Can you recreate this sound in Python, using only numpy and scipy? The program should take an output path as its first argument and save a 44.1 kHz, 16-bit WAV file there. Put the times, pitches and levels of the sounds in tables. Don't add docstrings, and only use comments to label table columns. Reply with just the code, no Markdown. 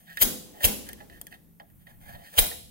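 import sys
import numpy as np
from scipy import signal
from scipy.fft import rfft, irfft
from scipy.io import wavfile
from scipy.ndimage import uniform_filter1d

SR = 44100
rng = np.random.default_rng(int(sys.argv[2]) if len(sys.argv) > 2 else 0)


def master_out(mix):
    frames = np.transpose(np.atleast_2d(mix))
    ceiling = np.clip(frames, -1, 1)
    pcm = np.round(ceiling * 32767).astype(np.int16)
    wavfile.write(sys.argv[1], SR, pcm)


def level_to_linear(level):
    exponent = np.asarray(level, float) / 20
    return 10 ** exponent


N = 119070
T = np.arange(N) / SR

# t/s, chatter level/dB, thump level/dB, sway level/dB, axle ring level/dB
BLOWS = [
    (0.224, -24, -55, -50, -35.5),
    (0.6476, -23.5, -42.5, -48, -33.5),
    (2.3895, -21.5, -45, -41, -41.5),
]
# f/Hz, spectral level/dB per Hz
STEEL = [(180, -39.5), (300, -3.5), (496, 2), (1450, -4), (3190, -3.5), (7260, -4.5), (13500, -1),
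         (15700, 7), (16500, -42.5)]
# f/Hz, width/Hz, level/dB
ROD = [(3280, 68, -11.5), (3965, 300, -21), (6476, 400, -13), (8100, 300, -11.5), (10826, 310, -6),
       (11250, 200, -30), (11900, 250, -12), (13140, 250, -5), (13750, 480, -13), (16540, 610, -12.5)]


def unit(x):
    return x / np.sqrt(np.mean(x ** 2))


def curve(points, hz):
    p = np.array(points, float)
    return np.interp(np.log(hz + 1), np.log(p[:, 0]), p[:, 1])


def colour(x, points, scale=1):
    gain = level_to_linear(scale * curve(points, np.fft.rfftfreq(N, 1 / SR)))
    return irfft(rfft(x) * gain, N)


def ring(x, hz, width):
    r = np.exp(-np.pi * width / SR)
    a = [1, -2 * r * np.cos(2 * np.pi * min(hz, SR / 2.2) / SR), r * r]
    b = np.array([1, 0, -1]) * np.sqrt((1 - r * r) / 2)
    return signal.lfilter(b, a, x)


def body(x, modes, patchy_db=0):
    total = 0
    for k, (hz, width, db) in enumerate(modes):
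        feed = x * level_to_linear(patchy_db * walk(25.21))
        total = total + (-1) ** k * level_to_linear(db) * ring(feed, hz, width)
    return total


def walk(rate):
    k = int(SR / rate)
    held = np.repeat(rng.standard_normal(N // k + 1), k)
    return 1.15 * uniform_filter1d(held, k)[:N]


def grit(db):
    clicks = rng.standard_normal((3, N)) * level_to_linear(db * rng.exponential(size=(3, N)))
    return unit(clicks[0] + 0.5 * clicks[1:])


def fall(s, tau):
    return (T >= s) * np.exp(-np.maximum(T - s, 0) / tau)


def pulse(s, rise_s, fall_s):
    return fall(s, fall_s) * (1 - fall(s, rise_s))


def pan(db):
    return level_to_linear(np.outer([0.5, -0.5], db))


def hammer():
    # hiss level/dB, then level/dB of each squeal band
    runups = [(-18, -22, -22, -17, -30), (-21.5, -25, -28, -23, -20), (-15, -25, -25, -28, -21)]
    # f/Hz, width/Hz
    squeal = [(3200, 400), (9000, 2100), (13600, 1500), (15500, 900)]
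    # f/Hz, width/Hz, level/dB
    sings = [(10800, 300, -9), (10800, 500, -13), (13330, 200, -3)]
    blow_pan = [0, -1, -4]
    gap_s, skip_s = 0.0022, 0.0007
    rise_s, far_s, far_db = 0.0069, 0.09, -35
    hold_s, chatter_fall_s = 0.008, 0.0032
    rough = level_to_linear(2.2 * walk(700))
    steel, plain = unit(colour(grit(3.2), STEEL)), grit(1.1)
    impact, shimmer, rush, rings = 0, 0, 0, 0
    for (s, db, *_), (hiss_db, *squeal_db), sing in zip(BLOWS, runups, sings):
        lift = s - gap_s
        d = np.minimum(T - lift, 0)
        swell = np.exp(d / rise_s) + level_to_linear(far_db) * np.exp(d / far_s)
        up = rough * swell * np.where(T < lift, 1, fall(lift, skip_s))
        rush = rush + up * level_to_linear(hiss_db)
        squeals = sum(level_to_linear(b) * ring(plain, *band) for b, band in zip(squeal_db, squeal))
        chatter = (T >= s) * np.exp(-np.maximum(T - s - hold_s, 0) / chatter_fall_s)
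        impact = impact + level_to_linear(db) * (chatter * rough + level_to_linear(6) * fall(s, 0.0012))
        shimmer = shimmer + level_to_linear(db - 10.5) * fall(s, 0.043)
        rings = rings + up * squeals + level_to_linear(db) * body(plain * fall(s, 0.044), [sing])
    side = pan(np.interp(T, [b[0] for b in BLOWS], blow_pan))
    cracks, tones = strikes(steel)
    rod = level_to_linear(3) * body(plain * (impact + level_to_linear(-4) * shimmer), ROD, 2.5)
    crash = side * (steel * (impact + rush + shimmer) + cracks)
    return crash, side * (tones + tails()) + rings + rod


def strikes(steel):
    # t/s, tone level/dB, tone f/Hz, crack level/dB
    contacts = [(.2108, -20, 13700, -34), (.2142, -17, 13800, -34), (.2153, -21, 9250, -34),
                (.2173, -9, 13600, -24), (.2206, -9, 13500, -26), (.2244, -7, 13200, -17),
                (.2250, -12, 10800, -30), (.2266, -13, 10700, -24), (.2288, -10, 13200, -26),
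                (.2306, -12, 10800, -26), (.2345, -16, 13200, -30), (.6420, -17, 15200, -30),
                (.6435, -12, 3100, -28), (.6478, -12, 10900, -20), (.6508, -13, 11500, -17),
                (.6545, -17, 10800, -22), (.6590, -15, 11300, -30), (2.3770, -26, 3100, -36),
                (2.3800, -17, 10700, -34), (2.3830, -14, 3180, -30), (2.3855, -15, 3100, -29),
                (2.3897, -11, 3830, -18), (2.3903, -6, 10900, -22), (2.3938, -13, 13400, -22),
                (2.3968, -20, 10900, -24), (2.4000, -17, 13400, -28)]
    cracks, tones = 0, np.zeros((2, N))
    for s, db, hz, crack_db in contacts:
        tone = np.sin(2 * np.pi * hz * (T - s))
        tones = tones + level_to_linear(db) * 3 * pulse(s, 0.0005, 0.001) * tone
        cracks = cracks + level_to_linear(crack_db + 5) * fall(s, 0.0007) * steel
    return cracks, tones


def tails():
    # f/Hz, level/dB, t60/s
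    first = [(3895, -44, .4), (6476, -39, .3), (8247, -42, .33), (13360, -32, .18), (15650, -33, .2)]
    # f/Hz, level/dB, t60/s
    second = [(4538, -42, .22), (6799, -41, .22), (8656, -36, .12), (10760, -42, .5), (15330, -40, .3)]
    # f/Hz, level/dB, t60/s
    third = [(688, -43, .7), (830, -36, .25), (6476, -40, .29), (11680, -35, .16), (13300, -36, .46)]
    tones = np.zeros((2, N))
    for (s, *_), modes in zip(BLOWS, (first, second, third)):
        for hz, db, t60 in modes:
            phase = 2 * np.pi * (hz * T + rng.random((2, 1)))
            tones = tones + level_to_linear(db + 4 * walk(60)) * fall(s, t60 / np.log(1000)) * np.sin(phase)
    return tones


def shove(start, hz, width, width_2):
    x = ring(ring(pulse(start, 0.002, 0.004), hz, width), hz, width_2)
    return 10 * x / np.abs(x).max()


def axle():
    # f/Hz, level/dB, t60/s
    axle_modes = [(209.13, 3.5, 0.32), (295.3, -7, 3.6), (370, -10.5, 5.0), (507.5, -3, 1.06),
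                  (622, -23.5, 0.6), (701, -10, 0.1), (801, -5, 0.11)]
    # f/Hz, spectral level/dB per Hz
    bloom = [(50, -11), (90, -7), (140, -2), (220, 7.5), (330, 2), (500, -2.5), (800, -12), (1500, -22)]
    boom_level = [1.5, -1.5, -2.5]
    boom_long = [1, 2, -12]
    thump_late = [0, .006, 0]
    lag_s = np.array([[0.004], [0]])
    a = rng.standard_normal((3, N))
    frame = unit(colour(a[1:] + 0.5 * a[0], bloom))
    out = 0
    for blow, boom_db, long_db, late_s in zip(BLOWS, boom_level, boom_long, thump_late):
        s, _, thump_db, sway_db, ring_db = blow
        thump = level_to_linear(thump_db) * shove(s + late_s - 0.014 + lag_s / 2, 68, 40, 68) * pan(2.4)
        sway = -level_to_linear(sway_db) * shove(s + 0.006 + 2 * lag_s, 29, 34, 58) * pan(3.8)
        shake = rng.standard_normal(N) * fall(s, 0.05)
        rings = 0
        for hz, db, t60 in axle_modes:
            width = np.log(1000) / np.pi / min(t60, 0.8)
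            rings = rings + level_to_linear(db) * unit(ring(shake, hz, width))
        decay = fall(s, 0.048) + level_to_linear(-17 + long_db) * fall(s, 0.32)
        boom = level_to_linear(5.5 + boom_db) * (1 - fall(s, 0.021)) * decay * frame
        out = out + thump + sway + level_to_linear(ring_db) * (level_to_linear(-27.5) * rings + boom)
    return out


def hook():
    # t/s, peak level/dB, treble level/dB, hub level/dB
    ticks = [(0.1718, -17, -27, -48), (0.6047, -36, -44, -40), (0.8887, -32.5, -26, -47),
             (0.9307, -37.5, -26.5, -65), (1.0041, -36.5, -68, -40.5), (1.0985, -35.5, -46, -50),
             (1.2135, -44.5, -23, -56.5), (1.268, -36, -28, -69), (1.3245, -33, -66, -52),
             (1.3411, -38, -46, -56), (1.599, -33, -55, -36), (1.7005, -54.5, -57, -73),
             (1.8688, -37.5, -58.5, -54.5), (2.149, -39, -95, -46.5), (2.3395, -40, -38, -42),
             (2.42, -50, -60, -26), (2.5147, -29.5, -38, -36)]
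    # start t/s, length/s, hook level/dB, hub level/dB, hiss level/dB
    scrapes = [(-.06, 0.16, -72, -63, -60.5), (0.07, 0.11, -54, -59, -71), (0.212, 0.04, -54, -73, -52.5),
               (0.535, 0.13, -60.5, -49, -71), (0.61, 0.1, -43, -57, -37.5), (0.867, 0.062, -55, -62, -52),
               (0.974, 0.092, -61.5, -62, -74.5), (1.116, 0.11, -59.5, -68, -62.5),
               (1.313, 0.056, -57, -61, -57), (1.795, 0.059, -72, -74, -69), (1.862, 0.11, -62, -56.5, -62),
               (2.002, 0.099, -64, -57.5, -59.5), (2.059, 0.12, -56.5, -51, -57),
               (2.12, .08, -60, -54, -66), (2.18, 0.1, -59, -52, -63), (2.24, 0.07, -54, -62, -57),
               (2.325, .05, -60, -50, -55)]
    # f/Hz, width/Hz, level/dB
    hook_modes = [(1665, 90, 1.5), (1857, 57, 1.5), (2021, 210, -7.5), (2523, 150, -15), (3100, 150, -10),
                  (3650, 120, -12), (4400, 500, -11), (1330, 56, -9)]
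    # f/Hz, width/Hz, level/dB
    hub_modes = [(487, 120, -10), (590, 35, -5), (691, 30, -4), (815, 50, -6), (1050, 160, -17)]
    # f/Hz, width/Hz, level/dB
    ping = [(1838, 120, -1), (2020, 220, -8.5), (1570, 150, -10), (3100, 500, -20), (4700, 500, -20)]
    tap, mid, top, low = np.zeros(N), 0, 0, 0
    for s, db, top_db, low_db in ticks:
        tap[int(s * SR)] = 5 * level_to_linear(db - 2)
        mid = mid + level_to_linear(db - 16) * fall(s, 0.0084)
        top = top + level_to_linear(top_db - 11) * 2 * fall(s, 0.0023)
        low = low + level_to_linear(low_db - 4) * fall(s, 0.018)
    stutter = level_to_linear(2 * walk(70))
    edge_s = 0.02
    for s, length, db, low_db, top_db in scrapes:
        progress = np.clip((T - s + edge_s / 2) / (length + edge_s), 0, 1)
        env = np.sin(np.pi * progress ** 0.63) ** 2 * stutter
        mid = mid + level_to_linear(db) * env
        low = low + level_to_linear(low_db) * env
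        top = top + level_to_linear(top_db) * env
    bright = grit(2) * top
    hub = ring(body(grit(2) * low, hub_modes, 2.5), 880, 1000) / 4
    knocks = body(grit(2) * mid, hook_modes, 2.5) + body(tap[None], ping)
    hiss = 0.7 * colour(bright, STEEL)
    ringing = 0.5 * body(bright, ROD + [(8960, 890, -3), (13500, 310, -1)])
    return ring(knocks, 2800, 2900) / 2 + hub + hiss + ringing


def garage(x):
    # f/Hz, t60/s
    room_t60 = [(60, 1.88), (250, 0.72), (1000, 0.34), (4000, 0.61), (10000, 0.56), (16000, 0.32)]
    # f/Hz, level/dB
    room_tilt = [(100, 0.033), (1000, 0.0088), (4000, 0.0064), (16000, 0.0033)]
    t, ir = T[:SR], 0
    for hz in 60 * 2 ** np.arange(0, 8.1, 0.5):
        band = ring(ring(rng.standard_normal((2, SR)), hz, hz / 2.1), hz, hz / 2.1)
        decay = level_to_linear(curve(room_tilt, hz) - 60 * t / curve(room_t60, hz))
        ir = ir + unit(band) * np.sqrt(hz) * decay
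    ir = ir * np.clip(t / 0.0027, 0, 1) ** 2
    ir = ir / np.sqrt(np.sum(ir ** 2) / 2)
    return level_to_linear(-9.5) * signal.fftconvolve(x.mean(axis=0)[None], ir, axes=1)[:, :N]


def hum():
    # f/Hz, spectral level/dB per Hz
    rumble = [(12, -22.5), (20, 2), (184, 0), (452, -26.5), (2440, -31), (5070, -44), (12800, -24),
              (15200, -22.5), (16500, -28.5)]
    # f/Hz, width/Hz, level/dB
    lines = [(169, 6, -64), (214, 8, -68), (296.8, 6.4, -74.5), (13200, 1500, -70), (9400, 600, -81)]
    a = rng.standard_normal((3, N))
    out = level_to_linear(-57.5 + 3.9 * walk(7.2)) * unit(colour(a[1:] + 0.58 * a[0], rumble))
    for hz, width, db in lines:
        b = rng.standard_normal((3, N))
        out = out + level_to_linear(db) * unit(ring(b[0] + 1.2 * b[1:], hz, width))
    return out


def scene():
    # f/Hz, left-right level/dB
    port_tilt = [(300, 2), (1000, -2), (2500, -5.5), (5000, 1.5), (13000, 7)]
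    (crash, rings), small, low = hammer(), hook(), axle()
    near = crash + rings + small
    left = np.roll(colour(near[0], port_tilt, scale=0.35), int(0.00045 * SR))
    right = colour(near[1], port_tilt, scale=-0.59)
    echo = garage(1.74 * crash + 0.7 * rings + level_to_linear(-6) * small + low / 2)
    return np.array([left, right]) + low + echo + hum()


def band_limit(x):
    return signal.sosfilt(signal.butter(12, 17000, fs=SR, output="sos"), x)


def record(dry):
    low_pass = signal.ellip(8, 0.3, 45, 15900, fs=SR, output="sos")
    cut = signal.sosfilt(low_pass, dry)
    limit = 1.2
    mix = limit * np.tanh(cut / limit)
    return band_limit(mix)


dry = scene()
out = record(dry)
master_out(out)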